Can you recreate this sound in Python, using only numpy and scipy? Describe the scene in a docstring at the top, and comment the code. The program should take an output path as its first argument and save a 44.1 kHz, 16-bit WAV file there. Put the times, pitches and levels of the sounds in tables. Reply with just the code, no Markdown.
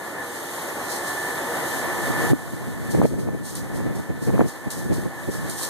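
"""A grain truck unloads at an elevator, heard through the two microphone ports of a hand-held camera.
From the start, engine and conveyor roar, a drive whines, and grain hisses into the pit, with slugs of it
splashing on steel. After two seconds wind buffets the ports, rumbling, thumping and slapping; each hard
blast ducks the gain control, which then creeps back up. From about three seconds the slugs come again,
louder now, and three clumps ping on bare steel."""
import sys
import numpy as np
from scipy import signal
from scipy.fft import rfft, irfft, next_fast_len
from scipy.io import wavfile
from scipy.ndimage import map_coordinates

SR = 44100
rng = np.random.default_rng(int(sys.argv[2]) if len(sys.argv) > 2 else 0)


def log_audio(samples):
    """Write samples as a 16-bit WAV file to the path given in sys.argv[1]."""
    # one column per channel
    frames = np.atleast_2d(samples).T
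    # limit to full scale, then quantise
    limited = np.clip(frames, -1, 1)
    pcm = np.round(limited * 32767).astype(np.int16)
    wavfile.write(sys.argv[1], SR, pcm)


N = 250929

# slugs of grain sliding into the pit: t/s, level/dB, rise/s
GRAIN_SLUGS = [(.3, -41.5, 0.072), (.46, -57, .05), (.66, -45, 0.032), (.8, -40, 0.1), (.875, -33, 0.046),
               (.94, -39.5, 0.021), (1.035, -37.5, 0.038), (2.895, -32.5, 0.021), (3.03, -31.5, 0.037),
               (3.175, -33.5, 0.025), (3.425, -29, 0.04), (3.465, -28.5, 0.035), (3.72, -34, 0.044),
               (3.93, -36.5, 0.035), (4.2, -32.5, 0.043), (4.45, -32, 0.033), (4.755, -33.5, 0.032),
               (4.915, -33, 0.03), (5.29, -33.5, 0.049), (5.43, -41, .05), (5.55, -30, 0.037),
               (5.59, -25, 0.044)]
# clumps hitting bare steel: t/s, scatter level/dB, ping level/dB
GRAIN_CLUMPS = [(3.552, -24.5, -15.5), (4.702, -24.5, -34), (5.496, -30, -22)]
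# spectrum of their splash: f/Hz, relative density/dB
SPLASH_SPECTRUM = [(800, -6.5), (2200, -11), (3800, -0.5), (5200, 3.5), (9000, 6), (12000, 1),
                   (14000, -0.5)]
STREAM_DB, PING_HZ = -41.5, 9200

def grain():
    """At the pit, slugs and clumps splash over a steady stream and trickle away; the steel rings."""
    power = sum((amp(db) * burst(s, rise_s, t60_s=0.36)) ** 2 for s, db, rise_s in GRAIN_SLUGS)
    pings = np.zeros(N)
    for s, scatter_db, ping_db in GRAIN_CLUMPS:
        power += (amp(scatter_db) * burst(s, rise_s=0.0027, t60_s=0.32)) ** 2
        ping = np.sin(2 * np.pi * PING_HZ * (clock() - s))
        pings += amp(ping_db) * burst(s, rise_s=0.0007, t60_s=0.0087) * ping
    roughness = unit(amp(1.6 * wobble(1500) + 0.75 * wobble(70)))  # single impacts and small clusters
    stream = grain_stream()
    chute_force = np.sqrt(power + amp(STREAM_DB - 7.5) ** 2)  # the stream keeps it singing between slugs
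    steel = amp(-10.5) * chute_force * chute()
    splash = np.sqrt(power) * roughness * diffuse(SPLASH_SPECTRUM)
    return stream + splash + steel + pings


# spectrum of kernels pouring into the pit: f/Hz, relative density/dB
HISS_SPECTRUM = [(800, -44), (2550, -26), (2950, 3.5), (4300, 2), (5300, 0.5), (6500, 5), (9000, 6.5),
                 (12000, 5), (14000, 1.5)]

def grain_stream(ticks_per_s=500, spread_db=3.5):
    """Countless kernels merge into a gently drifting hiss; single ones tick through at random."""
    level_db = STREAM_DB + 1.14 * wobble(4.71) + 0.98 * wobble(13)
    hiss = diffuse(HISS_SPECTRUM)
    hits = (rng.random((2, N)) < ticks_per_s / SR) * amp(spread_db * rng.standard_normal((2, N)))
    patter = unit(filtered(hits, lambda hz: amp(along(HISS_SPECTRUM, hz))))
    return amp(level_db) * (hiss + amp(-8.5) * patter)


# resonances of the steel chute: f/Hz, width/Hz, relative level/dB
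CHUTE_MODES = [(4000, 150, -7), (4270, 220, -4.5), (5860, 33, -5), (8660, 300, 0.5)]

def chute(sway_db=3.5):
    """Kernels land on changing spots of the chute, so its resonances take turns."""
    rings = np.zeros((2, N))
    for centre, width, db in CHUTE_MODES:
        strength = amp(db + sway_db * wobble(16))
        rings += strength * filtered(rng.standard_normal((2, N)), lambda hz: resonance(hz, centre, width))
    return unit(rings)


# gusts across the microphone: peak t/s, level/dB, half length/s
WIND_GUSTS = [(2.339, -35, 0.024), (2.722, -30, 0.34), (2.99, -24, 0.0066), (3.034, -14.5, 0.031),
              (3.19, -18, 0.14), (3.633, -22, 0.055), (3.825, -18, 0.059), (3.943, -19.5, 0.04),
              (4.13, -26, 0.043), (4.318, -16.5, 0.031), (4.374, -15.5, 0.022), (4.444, -17, 0.019),
              (4.802, -27, 0.042), (4.93, -20, 0.059), (5.064, -22.5, 0.01), (5.392, -25.5, 0.072)]
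# large eddies thumping on the ports: t/s, level/dB
EDDY_THUMPS = [(2.105, -27.5), (2.31, -23.5), (2.324, -13.5), (2.357, -25), (2.538, -21.5), (2.678, -23.5),
               (2.95, -12.5), (3.05, -7.5), (3.141, -17.5), (3.191, -13.5), (3.28, -15.5), (3.346, -15.5),
               (3.998, -18), (4.104, -14), (4.229, -18), (4.278, -13.5), (4.29, -12), (4.4, -13.5),
               (4.413, -8.5), (4.673, -16.5), (4.909, -13.5), (4.926, -14), (5.29, -17)]
# spectra of the low buffeting and of the flutter above it: f/Hz, relative density/dB
BUFFET_SPECTRUM = [(20, -31), (45, -7.5), (70, -7.5), (120, 2), (170, -1.5), (240, -3), (330, -7),
                   (520, -18), (800, -38), (1500, -55)]
FLUTTER_SPECTRUM = [(120, -30), (300, 4), (520, 2), (700, -8.5), (1000, -17.5), (1500, -21.5), (2400, -21),
                    (5000, -61)]
BREEZE_FROM_S, BREEZE_RISE_S, BREEZE_DB = 2.5, 0.054, -37.5  # light air from the open door

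def wind():
    """Right on the microphone, gusts and eddies ride on a breeze; the harder they blow, the brighter."""
    power = (amp(BREEZE_DB) * np.clip((clock() - BREEZE_FROM_S) / BREEZE_RISE_S, 0, 1)) ** 2
    power += sum(amp(db) ** 2 * bell(s, half_s) for s, db, half_s in WIND_GUSTS)
    power *= amp(2 * wobble(65)) ** 2  # small eddies shake the level
    power += sum(amp(db) ** 2 * bell(s, half_s=0.0059) for s, db in EDDY_THUMPS)
    force = np.sqrt(power)
    return force * turbulence(BUFFET_SPECTRUM) + force ** 1.71 * turbulence(FLUTTER_SPECTRUM)


# slaps of air, mostly on one port: t/s, level/dB, f/Hz, left share/0-1, ring re slap/dB
AIR_SLAPS = [(2.3326, -1.5, 310, 0.04, 1), (2.9493, -8.5, 476, 1, -15), (2.9752, -13, 350, 0.9, -14),
             (2.9915, -16, 420, 1, -10), (3.0168, -1, 553, 1, -13), (3.0272, -13, 500, 0, -12),
             (3.0461, -2, 430, 0.7, -27), (3.05, 2, 253, 0.06, -15), (3.0549, 5, 362, 0.93, -28),
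             (3.1425, -12, 480, 1, -14), (3.2737, -13, 520, 1, -14), (3.289, -6.5, 480, 1, -14),
             (3.348, -10.5, 480, 1, -1), (3.804, -11, 600, 0.6, -5), (4.3045, -9.5, 590, 0, -11),
             (4.3804, -8, 800, 0, -23), (4.3941, 2.5, 450, 0.9, -3), (4.408, -1.5, 755, 0.9, -26),
             (4.4108, -5, 483, 0.2, -37), (4.415, 6, 352, 0.94, -14), (4.424, -5, 420, 1, -3),
             (4.922, -6.5, 388, 0.9, -11.5)]
RING_HZ, SLAP_ROUNDNESS = 282, 3.13  # a rounder slap is duller and swings more

def air_slaps():
    """Air strikes a port: a rounded push with suction on either side, then a hollow ring."""
    slaps = np.zeros((2, N))
    for s, db, hz, left, ring_db in AIR_SLAPS:
        age = clock() - s
        scaled_age = 2 * np.pi * hz * age / SLAP_ROUNDNESS
        swing = (SLAP_ROUNDNESS + 1) * np.arctan(scaled_age)
        push = np.cos(swing) / np.hypot(1, scaled_age) ** (SLAP_ROUNDNESS + 1)
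        ring = amp(ring_db) * burst(s, rise_s=0.00047, t60_s=0.044) * np.cos(2 * np.pi * RING_HZ * age)
        slaps += amp(db) * np.outer([left, 1 - left], push + ring)
    return slaps


# the whine at the microphone, uneven as the camera swings round, then steady: t/s, level/dB
WHINE_LEVELS = [(.1, -52), (.45, -49.5), (.7, -54), (.98, -48), (1.1, -43), (1.36, -42.5), (1.45, -47),
                (1.58, -55), (1.66, -45), (1.85, -45), (2.9, -47), (3.4, -46.5), (4.1, -44.5), (4.65, -46),
                (5.2, -46.5)]
# resonances of the drive housing: f/Hz, width/Hz, relative level/dB
HOUSING_MODES = [(1700, 14, 2.5), (1737, 53, 0), (1825, 38, -0.5), (1760, 23, -14)]
# flare-ups of the rasp: peak t/s, level/dB, half length/s
RASP_FLARES = [(.02, -48, 0.073), (0.2, -41, 0.025), (0.402, -58, 0.074), (1.826, -60, 0.028),
               (2.21, -61, 0.032), (5.192, -41, 0.033), (5.425, -49, 0.092)]
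WHINE_HZ, RASP_RE_WHINE_DB = 1755, -4.5

def conveyor_drive():
    """The conveyor drive whines with a faint octave and rasps in its housing, at times more loudly."""
    whine_db = np.interp(clock(), *np.transpose(WHINE_LEVELS))
    whine = tone(WHINE_HZ, drift_rad=0.24, unsteady_db=2, lead_rad=0.13)
    whine += amp(-28) * tone(2 * WHINE_HZ, drift_rad=1.0, unsteady_db=-11)
    housing = lambda hz: sum(amp(db) * resonance(hz, centre, width) for centre, width, db in HOUSING_MODES)
    mid, side = filtered(rng.standard_normal((2, N)), housing)
    rasp = unit(np.array([mid + 0.6 * side, mid - 0.6 * side]) * amp(0.99 * wobble(25)))
    flares = sum(amp(db) * bell(s, half_s) for s, db, half_s in RASP_FLARES)
    return amp(whine_db) * whine + (amp(whine_db + RASP_RE_WHINE_DB) + flares) * rasp


# spectrum of engine and conveyor: f/Hz, relative density/dB
ROAR_SPECTRUM = [(20, -9), (70, -5), (120, 0.5), (210, -2.5), (290, 2), (400, -2), (520, -3.5), (900, -5),
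                 (1250, -8.5), (1600, -10), (1820, -4.5), (2000, -8.5), (2300, -16.5), (3200, -24),
                 (6000, -29)]
# moments when they labour: peak t/s, boost/dB, half length/s
LOAD_SURGES = [(0.906, 1.0, 0.11), (3.714, 4, 0.16)]
# their steady tones: f/Hz, relative level/dB
HUM_LINES = [(349.9, -36.5), (479.1, -39.5), (554.5, -41), (818.3, -42), (914, -46.5), (979.8, -51),
             (1077, -45.5), (1255, -53), (1486, -46.5)]
ROAR_DB = -35.5

def machinery():
    """Farther off, engine and conveyor fill the place with a broad roar and weak hum lines."""
    roar_db = ROAR_DB + sum(db * bell(s, half_s) for s, db, half_s in LOAD_SURGES)
    roar = amp(roar_db + 1.04 * wobble(29.94)) * diffuse(ROAR_SPECTRUM)
    hum = sum(amp(db - 12.5) * tone(hz, drift_rad=1.24, unsteady_db=4) for hz, db in HUM_LINES)
    return roar + hum


def diffuse(spectrum):
    """Noise arriving from all around: the two ports hear long waves alike, short ones unrelated."""
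    def response(hz):
        alike = 0.98 * np.sinc(hz / 1400)
        return amp(along(spectrum, hz)) * np.sqrt(np.abs([1 + alike, 1 - alike]))
    mid, side = filtered(rng.standard_normal((2, N)), response)
    return unit(np.array([mid + side, mid - side]))


def turbulence(spectrum):
    """Unrelated pressure at each port, scaled to a steady rms difference between them."""
    ports = filtered(rng.standard_normal((2, N)), lambda hz: amp(along(spectrum, hz)))
    return ports / running_rms(np.diff(ports, axis=0))


def tone(hz, drift_rad, unsteady_db, lead_rad=0):
    """A machine tone that drifts in phase and strength; the left port leads by lead_rad."""
    phase = 2 * np.pi * hz * clock() + drift_rad * wobble(9)
    strength = amp(unsteady_db * wobble(20))
    return unit(strength * np.sin([phase + lead_rad / 2, phase - lead_rad / 2]))


def resonance(hz, centre, width):
    """Gain of one resonance, 1 at its centre."""
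    return 1 / (1 + ((hz - centre) / width * 2) ** 2)


def burst(start_s, rise_s, t60_s):
    """An envelope that rises straight to 1, then dies away."""
    age = clock() - start_s
    return np.clip(age / rise_s, 0, 1) * amp(-60 * np.clip((age - rise_s) / t60_s, 0, 2))


def bell(peak_s, half_s):
    """A Gaussian swell from 0 to 1 and back."""
    return np.exp(-((clock() - peak_s) / half_s) ** 2 / 2)


def wobble(rate):
    """A smooth random curve, rate knots a second."""
    return map_coordinates(rng.standard_normal(int(N * rate / SR) + 4), [clock() * rate])


def filtered(x, response):
    """x through a complex frequency response."""
    size = next_fast_len(N + 8192)
    return irfft(rfft(x, size) * response(np.fft.rfftfreq(size, 1 / SR)), size)[..., :N]


def along(points, hz):
    """Points of f/Hz and value, read on a log frequency axis."""
    knots_hz, values = np.transpose(points)
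    return np.interp(np.log(hz + 1), np.log(knots_hz + 1), values)


def running_rms(x):
    """Strength of all channels together over a 25 ms window."""
    window = np.hanning(SR // 40)
    power = signal.fftconvolve(np.mean(x ** 2, axis=0), window / window.sum(), "same")
    return np.sqrt(np.abs(power) + 1e-12)


def amp(db):
    """Decibels to gain."""
    return 10 ** (np.asarray(db) / 20)


def unit(x):
    """x at rms 1."""
    return x / np.sqrt(np.mean(x ** 2) + 1e-20)


def clock():
    """The time of every sample in seconds."""
    return np.arange(N) / SR


def scene():
    """Pressure at the left and right microphone ports."""
    return machinery() + conveyor_drive() + grain() + wind() + air_slaps()


def widen(ports, delay_s=1 / 2600):
    """Each channel subtracts the delayed other port: distant bass cancels, wind does not."""
    crossfeed = [(500, 1.0), (2000, 0.9), (2700, 1.0), (5200, 0.26), (8000, 0.16)]  # f/Hz, share
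    delay = lambda hz: np.exp(-2j * np.pi * hz * delay_s)
    return ports - filtered(ports[::-1], lambda hz: np.clip(along(crossfeed, hz), 0, .98) * delay(hz))


def gain_control(x, ceiling_db, recovery_db_per_s):
    """The gain ducks at once to hold the rms ceiling, then climbs back steadily."""
    climb_db = recovery_db_per_s * clock()
    allowed_db = ceiling_db - 20 * np.log10(running_rms(x))
    duck_db = np.minimum.accumulate(np.minimum(allowed_db - climb_db, 0))
    return x * amp(climb_db + duck_db)


def record(dry):
    """The camera widens the stereo image, rides its gain, clips and cuts the top."""
    held = gain_control(widen(dry), ceiling_db=-12.5, recovery_db_per_s=3.4)
    return filtered(np.clip(held, -1, 1), lambda hz: hz < 14150)


dry = scene()
out = record(dry)
log_audio(out)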